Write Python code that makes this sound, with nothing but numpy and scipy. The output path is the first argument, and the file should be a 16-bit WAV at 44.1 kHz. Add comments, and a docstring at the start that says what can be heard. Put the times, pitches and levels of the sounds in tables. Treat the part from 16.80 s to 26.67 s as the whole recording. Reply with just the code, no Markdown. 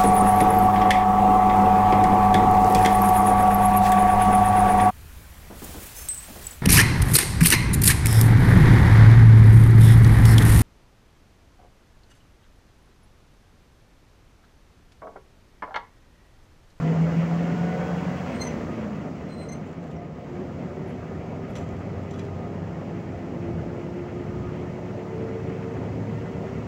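"""Minibus changing gear

Inside the cabin on a city road, heard through a phone's microphone. The engine pulls with a throbbing
boom, drops for a gear change, then climbs again. Its firings roar and clatter, the gears whine and the
tyres rumble through the ringing body. A dry joint squeaks twice in the shift; loose trim rattles after."""
import sys
import numpy as np
from scipy import signal
from scipy.fft import rfft, irfft
from scipy.io import wavfile

SR = 44100
rng = np.random.default_rng(int(sys.argv[2]) if len(sys.argv) > 2 else 0)


def store_wav(level_fs):
    """Save 16-bit WAV to argv[1]."""
    pcm = np.round(np.clip(np.atleast_2d(level_fs), -1, 1) * 32767)
    wavfile.write(sys.argv[1], SR, pcm.T.astype(np.int16))


N = 435266
TIME = np.arange(N) / SR
FREQ = np.maximum(np.arange(N // 2 + 1) * SR / N, 1)
THROTTLE_OFF_S, OVERRUN_END_S, CLUTCH_IN_S = 1.34, 2.42, 3.49


def undb(db):
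    """Decibels to gain."""
    return 10 ** (np.asarray(db) / 20)


def unit(x):
    """Scale to rms 1."""
    return x / np.std(x)


def noise():
    """White noise."""
    return rng.standard_normal(N)


def walk(rate):
    """A smooth random curve with spread 1, changing about `rate` times a second."""
    return unit(irfft(rfft(noise()) / (1 + (FREQ / rate) ** 4), N))


def during(start, end, fade_s):
    """1 from start to end, fading outside."""
    return np.clip(1 + np.minimum(TIME - start, end - TIME) / fade_s, 0, 1)


def swell(start, length):
    """A rounded rise and fall."""
    return np.sqrt(np.abs(np.sin(np.pi * np.clip((TIME - start) / length, 0, 1))))


def spells(table):
    """One swell for each row of start in seconds, length in seconds, level in dB."""
    return sum(undb(db) * swell(start, length) for start, length, db in table)


def colour(x, spectrum):
    """Shape by (Hz, dB) points, falling away past the ends, and scale to rms 1."""
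    hz, db = np.transpose(spectrum)
    ends = np.minimum(FREQ / hz[0], 1) * np.minimum(hz[-1] / FREQ, 1)
    gain = undb(np.interp(np.log(FREQ), np.log(hz), db)) * ends ** 2
    return unit(irfft(rfft(x) * gain, N))


def band(x, hz, kind):
    """Butterworth filter."""
    return signal.sosfilt(signal.butter(4, hz, kind, fs=SR, output="sos"), x)


def resonance(hz, centre, width):
    """Gain of a resonance, 1 at its centre."""
    return 1 / (1 + (2 * (hz - centre) / width) ** 2)


def ring(drive, hz, width_hz):
    """A resonance shaken by the drive, at rms 1."""
    return unit(irfft(rfft(drive) * resonance(FREQ, hz, width_hz), N))


def struck(blows, modes):
    """Each blow sets the modes ringing."""
    t = TIME[:SR // 4]
    tone = sum(undb(db) * np.sin(2 * np.pi * hz * t) * 1000 ** (-t / t60) for hz, t60, db in modes)
    return signal.fftconvolve(blows, tone)[:N]


def partial(turns, db, waver_db, slack_rad):
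    """One tone whose strength and phase waver at random."""
    level = np.sqrt(2) * undb(db + waver_db * walk(5))
    return level * np.sin(2 * np.pi * turns + slack_rad * walk(14))


def lifted_db(hz):
    """Level of an engine tone as its pitch sweeps through the cabin resonances."""
    # Cabin resonances. Each row: centre in Hz, width in Hz, level in dB.
    cabin_modes = [(94.2, 8.6, -42), (107, 5.5, -36.5), (163.9, 17.3, -22.5), (176.4, 9, -31.5),
                   (217.6, 22, -36.5), (245, 7.4, -38.5), (344.5, 17, -38.5), (357.2, 13, -35.5),
                   (373.3, 24, -40), (388.3, 9.2, -41), (401.7, 7.2, -41.5), (414, 32, -45.5),
                   (431, 8, -46), (446, 5.1, -34.5), (452.3, 10.3, -39.5), (461, 6.8, -42.5)]
    gains = [undb(db) * resonance(hz, centre, width) for centre, width, db in cabin_modes]
    return 20 * np.log10(np.linalg.norm(gains, axis=0))


def lower_gear(rate, cycles, throb_hz=6.5, throb_depth=.19, mesh_db=-55):
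    """Twice the firing rate booms in the cabin and beats with a slower shaft; the gears whine above."""
    # Speeds at which the gear sings. Each row: cycle rate in Hz, width in Hz, level in dB.
    singing = [(20.22, .22, -40.5), (21.85, .8, -36)]
    # Gear mesh tones. Each row: multiple of the cycle rate, dB against the whine.
    mesh = [(20.8, -6), (24.1, -6), (27.1, -11), (34, -4), (68, -13), (148, -26.5)]
    # Weaker engine tones. Each row: multiple of the cycle rate, level in dB.
    pull_lines = [(4, -44.5), (6, -45.5), (7, -44), (10, -54), (11, -51.5), (13, -49.5), (24.2, -57)]
    boom_db = lifted_db(8 * rate)
    boom = partial(8 * cycles, boom_db, waver_db=.57, slack_rad=.048)
    shaft = partial(8 * cycles - throb_hz * TIME, boom_db, .81, .08)
    sing = undb(mesh_db) + sum(undb(db) * resonance(rate, hz, width) for hz, width, db in singing)
    whine = sing * sum(partial(k * cycles, db, 1.2, .16) for k, db in mesh)
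    weak_tones = sum(partial(k * cycles, db, 2.1, .25) for k, db in pull_lines)
    return (boom - throb_depth * shaft + whine + weak_tones) * during(0, THROTTLE_OFF_S, fade_s=.35)


def firings(cycles, depth=.55, decay_periods=.45, scatter_db=5):
    """Noise flares at the four firings of each cycle; cylinders differ and no two firings are alike."""
    # Relative strength of each cylinder in dB.
    cylinders_db = [-1.5, -3, 0.5, -4.5]
    firing, phase = np.divmod(4 * cycles, 1)
    firing = firing.astype(int)
    db = np.take(cylinders_db, firing % 4) + scatter_db * rng.uniform(-1, 1, N // 100)[firing]
    flare = depth * undb(db) * np.exp(-phase / decay_periods)
    return unit(noise() * (1 + flare))


def combustion(cycles, effort_db):
    """Firings drive a low roar and a clatter whose registers waver apart; the block rings in fits."""
    # Roar spectrum. Each row: frequency in Hz, relative level in dB.
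    roar_spectrum = [(250, -4), (380, -3.5), (480, 3), (600, 2.5), (720, -2), (850, -9.5), (1300, -24.5)]
    # Engine clatter, plus in the top two rows a faint, very high recording hiss that follows its level.
    # Each row: frequency in Hz, relative level in dB.
    clatter_and_hiss_spectrum = [(600, -5.5), (950, 3), (1400, -3.5), (1650, -4), (2100, -4.5), (2900, -12),
                                 (3700, -18.5), (6000, -20.5), (7300, -22.5), (8500, -35.5), (13700, -44),
                                 (14700, -33.5), (16500, -31.5)]
    # Registers of the clatter. Each row: low edge in Hz, high edge in Hz.
    clatter_bands = [(300, 1100), (1100, 1900), (1900, 3400)]
    # Resonances of the block and covers. Each row: centre in Hz, width in Hz, dB against the clatter.
    block_modes = [(1375, 130, -13.5), (1825, 70, -18), (2010, 51, -16), (2230, 51, -19.5),
                   (2594, 57, -22.5), (2838, 58, -25.5)]
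    roar_db, clatter_db = -37.5 + .61 * effort_db, -41.5 + effort_db
    roar = colour(firings(cycles), roar_spectrum) * undb(roar_db + 2 * walk(17.4))
    registers = sum(band(firings(cycles), edges, "bandpass") * undb(1.78 * walk(15))
                    for edges in clatter_bands)
    treble = band(noise(), clatter_bands[-1][1], "highpass")
    clatter_and_hiss = colour(registers + treble, clatter_and_hiss_spectrum)
    block = sum(ring(firings(cycles), hz, width) * undb(db + 2.8 * walk(15))
                for hz, width, db in block_modes)
    return roar + (clatter_and_hiss + block) * undb(clatter_db)


def tyres(start_db=-45, rise_db_per_s=.38):
    """Tyres rumble through the floor, louder as the bus gathers speed and on rough patches."""
    # Rough patches of road. Each row: start in seconds, length in seconds, level in dB.
    bumps = [(1.45, 0.75, -45), (4.6, 0.44, -46), (6.6, 0.3, -36), (7.47, 0.29, -38.5)]
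    # Rumble spectrum. Each row: frequency in Hz, relative level in dB.
    road_spectrum = [(20, -33), (40, -22.5), (60, -14.5), (78, -4), (105, -7), (145, -12.5), (300, -18.5)]
    level = undb(start_db + rise_db_per_s * TIME + .57 * walk(8.1)) + spells(bumps)
    return colour(noise(), road_spectrum) * level


def body(effort_db):
    """The body drones with the engine's effort, up to a ceiling, and its panels ring in fits."""
    # Drone spectrum. Each row: frequency in Hz, relative level in dB.
    body_spectrum = [(80, -14.5), (115, -7.5), (160, 5), (200, 0.5), (260, -0.5), (320, -7.5), (390, -7.5),
                     (700, -27)]
    # Body panels. Each row: centre in Hz, width in Hz, average level in dB.
    panel_modes = [(451, 12, -56), (702.6, 30, -54), (895, 11, -64)]
    drone_db = -31 + .6 * np.minimum(effort_db, -1)
    drone = colour(noise(), body_spectrum) * undb(drone_db + 1.2 * walk(5.9))
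    shake_db = drone_db - np.mean(drone_db)
    panels = sum(ring(noise(), hz, width) * undb(db + shake_db + walk(1.7) + 2.2 * walk(9.9))
                 for hz, width, db in panel_modes)
    return drone + panels


def whistle(rest_db=-61):
    """A faint, narrow ring that swells now and then."""
    # Swells of the whistle. Each row: start in seconds, length in seconds, level in dB.
    whistles = [(1.7, 0.72, -59), (4.4, 1.5, -63.5), (7.3, 0.46, -57)]
    return ring(noise(), hz=1240, width_hz=27) * (undb(rest_db) + spells(whistles))


def overrun(rate, cycles):
    """A ragged hum that sinks as the engine slows."""
    hum = partial(11 * cycles, lifted_db(11 * rate), waver_db=4, slack_rad=.85)
    return hum * during(THROTTLE_OFF_S, OVERRUN_END_S, fade_s=.066)


def squeaks(stutter_db=2, scrape_db=-11, free_jitter=.0018, caught_jitter=.003):
    """A dry joint sings on its even harmonics, then catches, adding the odd ones and a scrape."""
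    # Slips of the joint. Each row: start in seconds, length in seconds, pitch in Hz, glide as a share
    # of the pitch, level in dB, lift of the odd harmonics in dB, lift of the octave in dB.
    slips = [(1.512, .105, 2063, .008, -53.5, -24, -4), (1.59, .036, 2089, .002, -43, -24, 1),
             (1.607, .028, 2090, .002, -41.5, 4, 2), (1.624, .026, 2092, 0, -42.5, -2, -4),
             (1.648, .018, 2050, -.02, -48, 2, -3), (1.665, .02, 2025, -.005, -54, 15, 0),
             (2.48, .085, 2054, -.004, -55, -30, 1), (2.55, .14, 2042, -.002, -52, -30, 1),
             (2.683, .024, 2065, 0, -53.5, 3.5, 2), (2.714, .03, 2068, .003, -48, 1.5, -5)]
    # Base levels of harmonics 1 to 7 in dB.
    harmonics_db = [2, 0, 3.5, -8.5, -20, -25, -28]
    out, tremble = np.zeros(N), walk(270)
    grips = [undb(stutter_db * walk(64)) for _ in harmonics_db]
    scrape = undb(scrape_db) * ring(noise(), hz=6150, width_hz=650)
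    for start, length, hz, glide, db, odd_db, octave_db in slips:
        on = (TIME > start) & (TIME < start + length)
        jitter = free_jitter + caught_jitter * min(undb(odd_db), 1)
        slide = 1 + glide * ((TIME[on] - start) / length - .5)
        turns = np.cumsum(hz * slide * (1 + jitter * tremble[on])) / SR
        bite_db = .22 * (db + 46)  # louder slips are brighter above the fourth harmonic
        tone = 0
        for k, (base_db, grip) in enumerate(zip(harmonics_db, grips), 1):
            lift_db = odd_db * (k % 2) + octave_db * (k == 2) + bite_db * max(k - 4, 0)
            tone += undb(base_db + lift_db) * grip[on] * np.sin(2 * np.pi * k * turns)
        out[on] += undb(db) * swell(start, length)[on] ** 2 * (tone + undb(odd_db) * scrape[on])
    return out


def cabin(x, t60=.21, wet_db=-8):
    """Dense short reflections from windows and roof follow the direct sound to the microphone."""
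    t = TIME[:SR // 2]
    tail = rng.standard_normal(len(t)) * 1000 ** (-t / t60) * (t > .003)
    return x + undb(wet_db) * signal.fftconvolve(x, tail / np.linalg.norm(tail))[:N]


def jolts(hz=327, width_hz=100):
    """The body shudders dully as the drive goes slack."""
    # Shudders. Each row: start in seconds, length in seconds, level in dB.
    shudders = [(1.755, 0.064, -34), (1.86, 0.1, -43)]
    return ring(ring(noise(), hz, width_hz), hz, width_hz) * spells(shudders)


def rattles(ring_db=-7, rise_s=.0007, patter_per_s=110, patter_decay_s=.003):
    """Loose trim knocks with a dry tick and a hollow clack, ringing itself and its metal bracket."""
    # Knocks. Each row: start in seconds, tick in dB, clack in dB, metal ring in dB, decay in seconds.
    knocks = [(2.862, -65, -75, -68, .03), (3.028, -61, -70, -66, .008), (3.114, -62, -72, -65, .01),
              (4.686, -64, -55, -75, .005), (4.753, -49, -40.5, -55, .007), (4.761, -48, -46, -47, .011),
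              (4.809, -59, -64, -59, .012), (4.91, -57, -66, -68, .003), (4.965, -58, -64, -68, .006),
              (5.231, -57, -62, -72, .004), (5.307, -54, -50, -49, .006), (5.336, -61, -47.5, -62, .017),
              (5.388, -53, -51, -59, .003), (5.3928, -54, -37.5, -62, .0035), (5.45, -59, -51, -70, .003)]
    # Spells of faint patter. Each row: start in seconds, length in seconds, level in dB.
    buzzes = [(2.83, .39, -66.5), (4.65, .39, -63), (5.27, .3, -65)]
    # Spectra of the tick and the clack. Each row: frequency in Hz, relative level in dB.
    tick_spectrum = [(3000, 9), (5000, -9), (7400, 4), (8400, -15), (11000, -12), (13000, -23),
                     (15000, -18)]
    clack_spectrum = [(900, 3), (1300, 9), (2000, 10), (2900, -4), (3600, -3), (4300, -9), (5200, -11),
                      (5900, 2), (7000, -22)]
    # Modes of trim and bracket. Each row: frequency in Hz, seconds to fall 60 dB, relative level in dB.
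    trim_modes = [(1260, .034, -3), (1860, .03, -2), (2480, .025, -3), (3400, .04, 1), (3850, .02, 2),
                  (4900, .05, -8)]
    metal_modes = [(4075, .05, -10), (5950, .05, -3), (6090, .035, -3), (7305, .09, -9), (10610, .06, -22)]
    chatter = undb(2.5 * walk(200))
    taps = (rng.random(N) < patter_per_s / SR) * undb(3.5 * noise())
    patter = signal.lfilter([1], [1, -np.exp(-1 / (patter_decay_s * SR))], taps)
    tick = spells(buzzes) * patter
    clack, on_trim, on_metal = np.zeros((3, N))
    for start, tick_db, clack_db, metal_db, decay in knocks:
        blow = np.clip((TIME - start) / rise_s, 0, 1) * np.exp(-np.abs(TIME - start) / decay)
        tick += undb(tick_db) * blow
        clack += undb(clack_db) * blow
        push = blow / np.linalg.norm(blow)
        on_trim += undb(clack_db + ring_db) * push
        on_metal += undb(metal_db) * push
    rings = struck(on_trim * noise(), trim_modes) + struck(on_metal * noise(), metal_modes)
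    contacts = tick * colour(noise(), tick_spectrum) + clack * colour(noise(), clack_spectrum)
    return chatter * contacts + rings


def chirps(jitter=.0093):
    """Cabin fixtures give thin chirps with a trembling pitch."""
    # Chirps. Each row: start in seconds, length in seconds, pitch in Hz, level in dB.
    calls = [(3.161, .014, 5600, -60), (4.068, .052, 11100, -68), (4.69, .034, 11350, -71)]
    unsteady_time = np.cumsum(1 + jitter * walk(270)) / SR
    return sum(undb(db) * swell(start, length) * np.sin(2 * np.pi * hz * unsteady_time)
               for start, length, hz, db in calls)


def higher_gear(rate, cycles, lash=.22, build_s=1.1, settle_s=1.8):
    """Firing hum, uneven cylinders and two gear whines climb; the whines judder till the drive settles."""
    # Surges of the whine. Each row: start in seconds, length in seconds, relative level in dB.
    surges = [(3.53, .13, -1), (3.9, .18, 3), (4.2, .2, 0), (5.3, .27, -2), (6.52, .33, -7),
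              (6.92, .75, -11), (8.25, .7, -10), (9.42, .45, -7)]
    # Weaker engine tones. Each row: multiple of the cycle rate, level in dB once built up.
    climb_lines = [(3.2, -53.5), (5, -44), (6.1, -48), (7, -46), (8, -50.5), (10, -59), (10.7, -51.5),
                   (11.4, -58), (28, -59.5), (34, -57.5)]
    hum = partial(4 * cycles, lifted_db(4 * rate), waver_db=2.7, slack_rad=.38)
    judder = np.exp(-np.abs(TIME - CLUTCH_IN_S) / settle_s)
    whine = sum(partial(k * cycles, lifted_db(k * rate), 1.2 + 1.5 * judder, .3 + .4 * judder)
                for k in (14.08, 17))
    whine *= undb(-2.5) + spells(surges)
    weak_tones = sum(partial(k * cycles, db, 2.06, .77) for k, db in climb_lines)
    whine *= 1 + lash * walk(27)  # rough with play in the teeth
    build = np.interp(TIME, [CLUTCH_IN_S, CLUTCH_IN_S + build_s], [.45, 1])
    return (hum + (whine + weak_tones) * build) * during(CLUTCH_IN_S, TIME[-1], fade_s=.039)


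def scene():
    """Engine speed sets the engine and gear pitches; effort sets the roar, clatter and body drone."""
    # Engine speed: pull, drop, slower climb. Each row: time in seconds, cycle rate in Hz.
    speed = [(0, 20.1), (1.3, 22.4), (1.55, 22.65), (1.75, 21.9), (2.3, 17.7), (2.9, 17), (3.5, 20.9),
             (4, 22.2), (7, 24.8), (9, 26.75), (9.87, 27.45)]
    # How hard the engine works. Each row: time in seconds, dB against full throttle.
    effort = [(0, 0), (1.6, 0.5), (2.1, -5), (3.25, -12), (3.55, -8), (7, -7.5), (9.87, -5.5)]
    rate = np.interp(TIME, *np.transpose(speed))
    effort_db = np.interp(TIME, *np.transpose(effort))
    cycles = np.cumsum(rate) / SR
    tones = lower_gear(rate, cycles) + overrun(rate, cycles) + higher_gear(rate, cycles)
    engine = tones + combustion(cycles, effort_db)
    ride = tyres() + body(effort_db) + jolts() + whistle()
    fixtures = cabin(squeaks() + rattles() + chirps())
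    return (engine + ride + fixtures)[None]


def record(dry, top_hz=15750):
    """The phone in the cabin cuts the highest treble."""
    return signal.sosfilt(signal.ellip(10, .2, 80, top_hz, fs=SR, output="sos"), dry)


dry = scene()
out = record(dry)
store_wav(out)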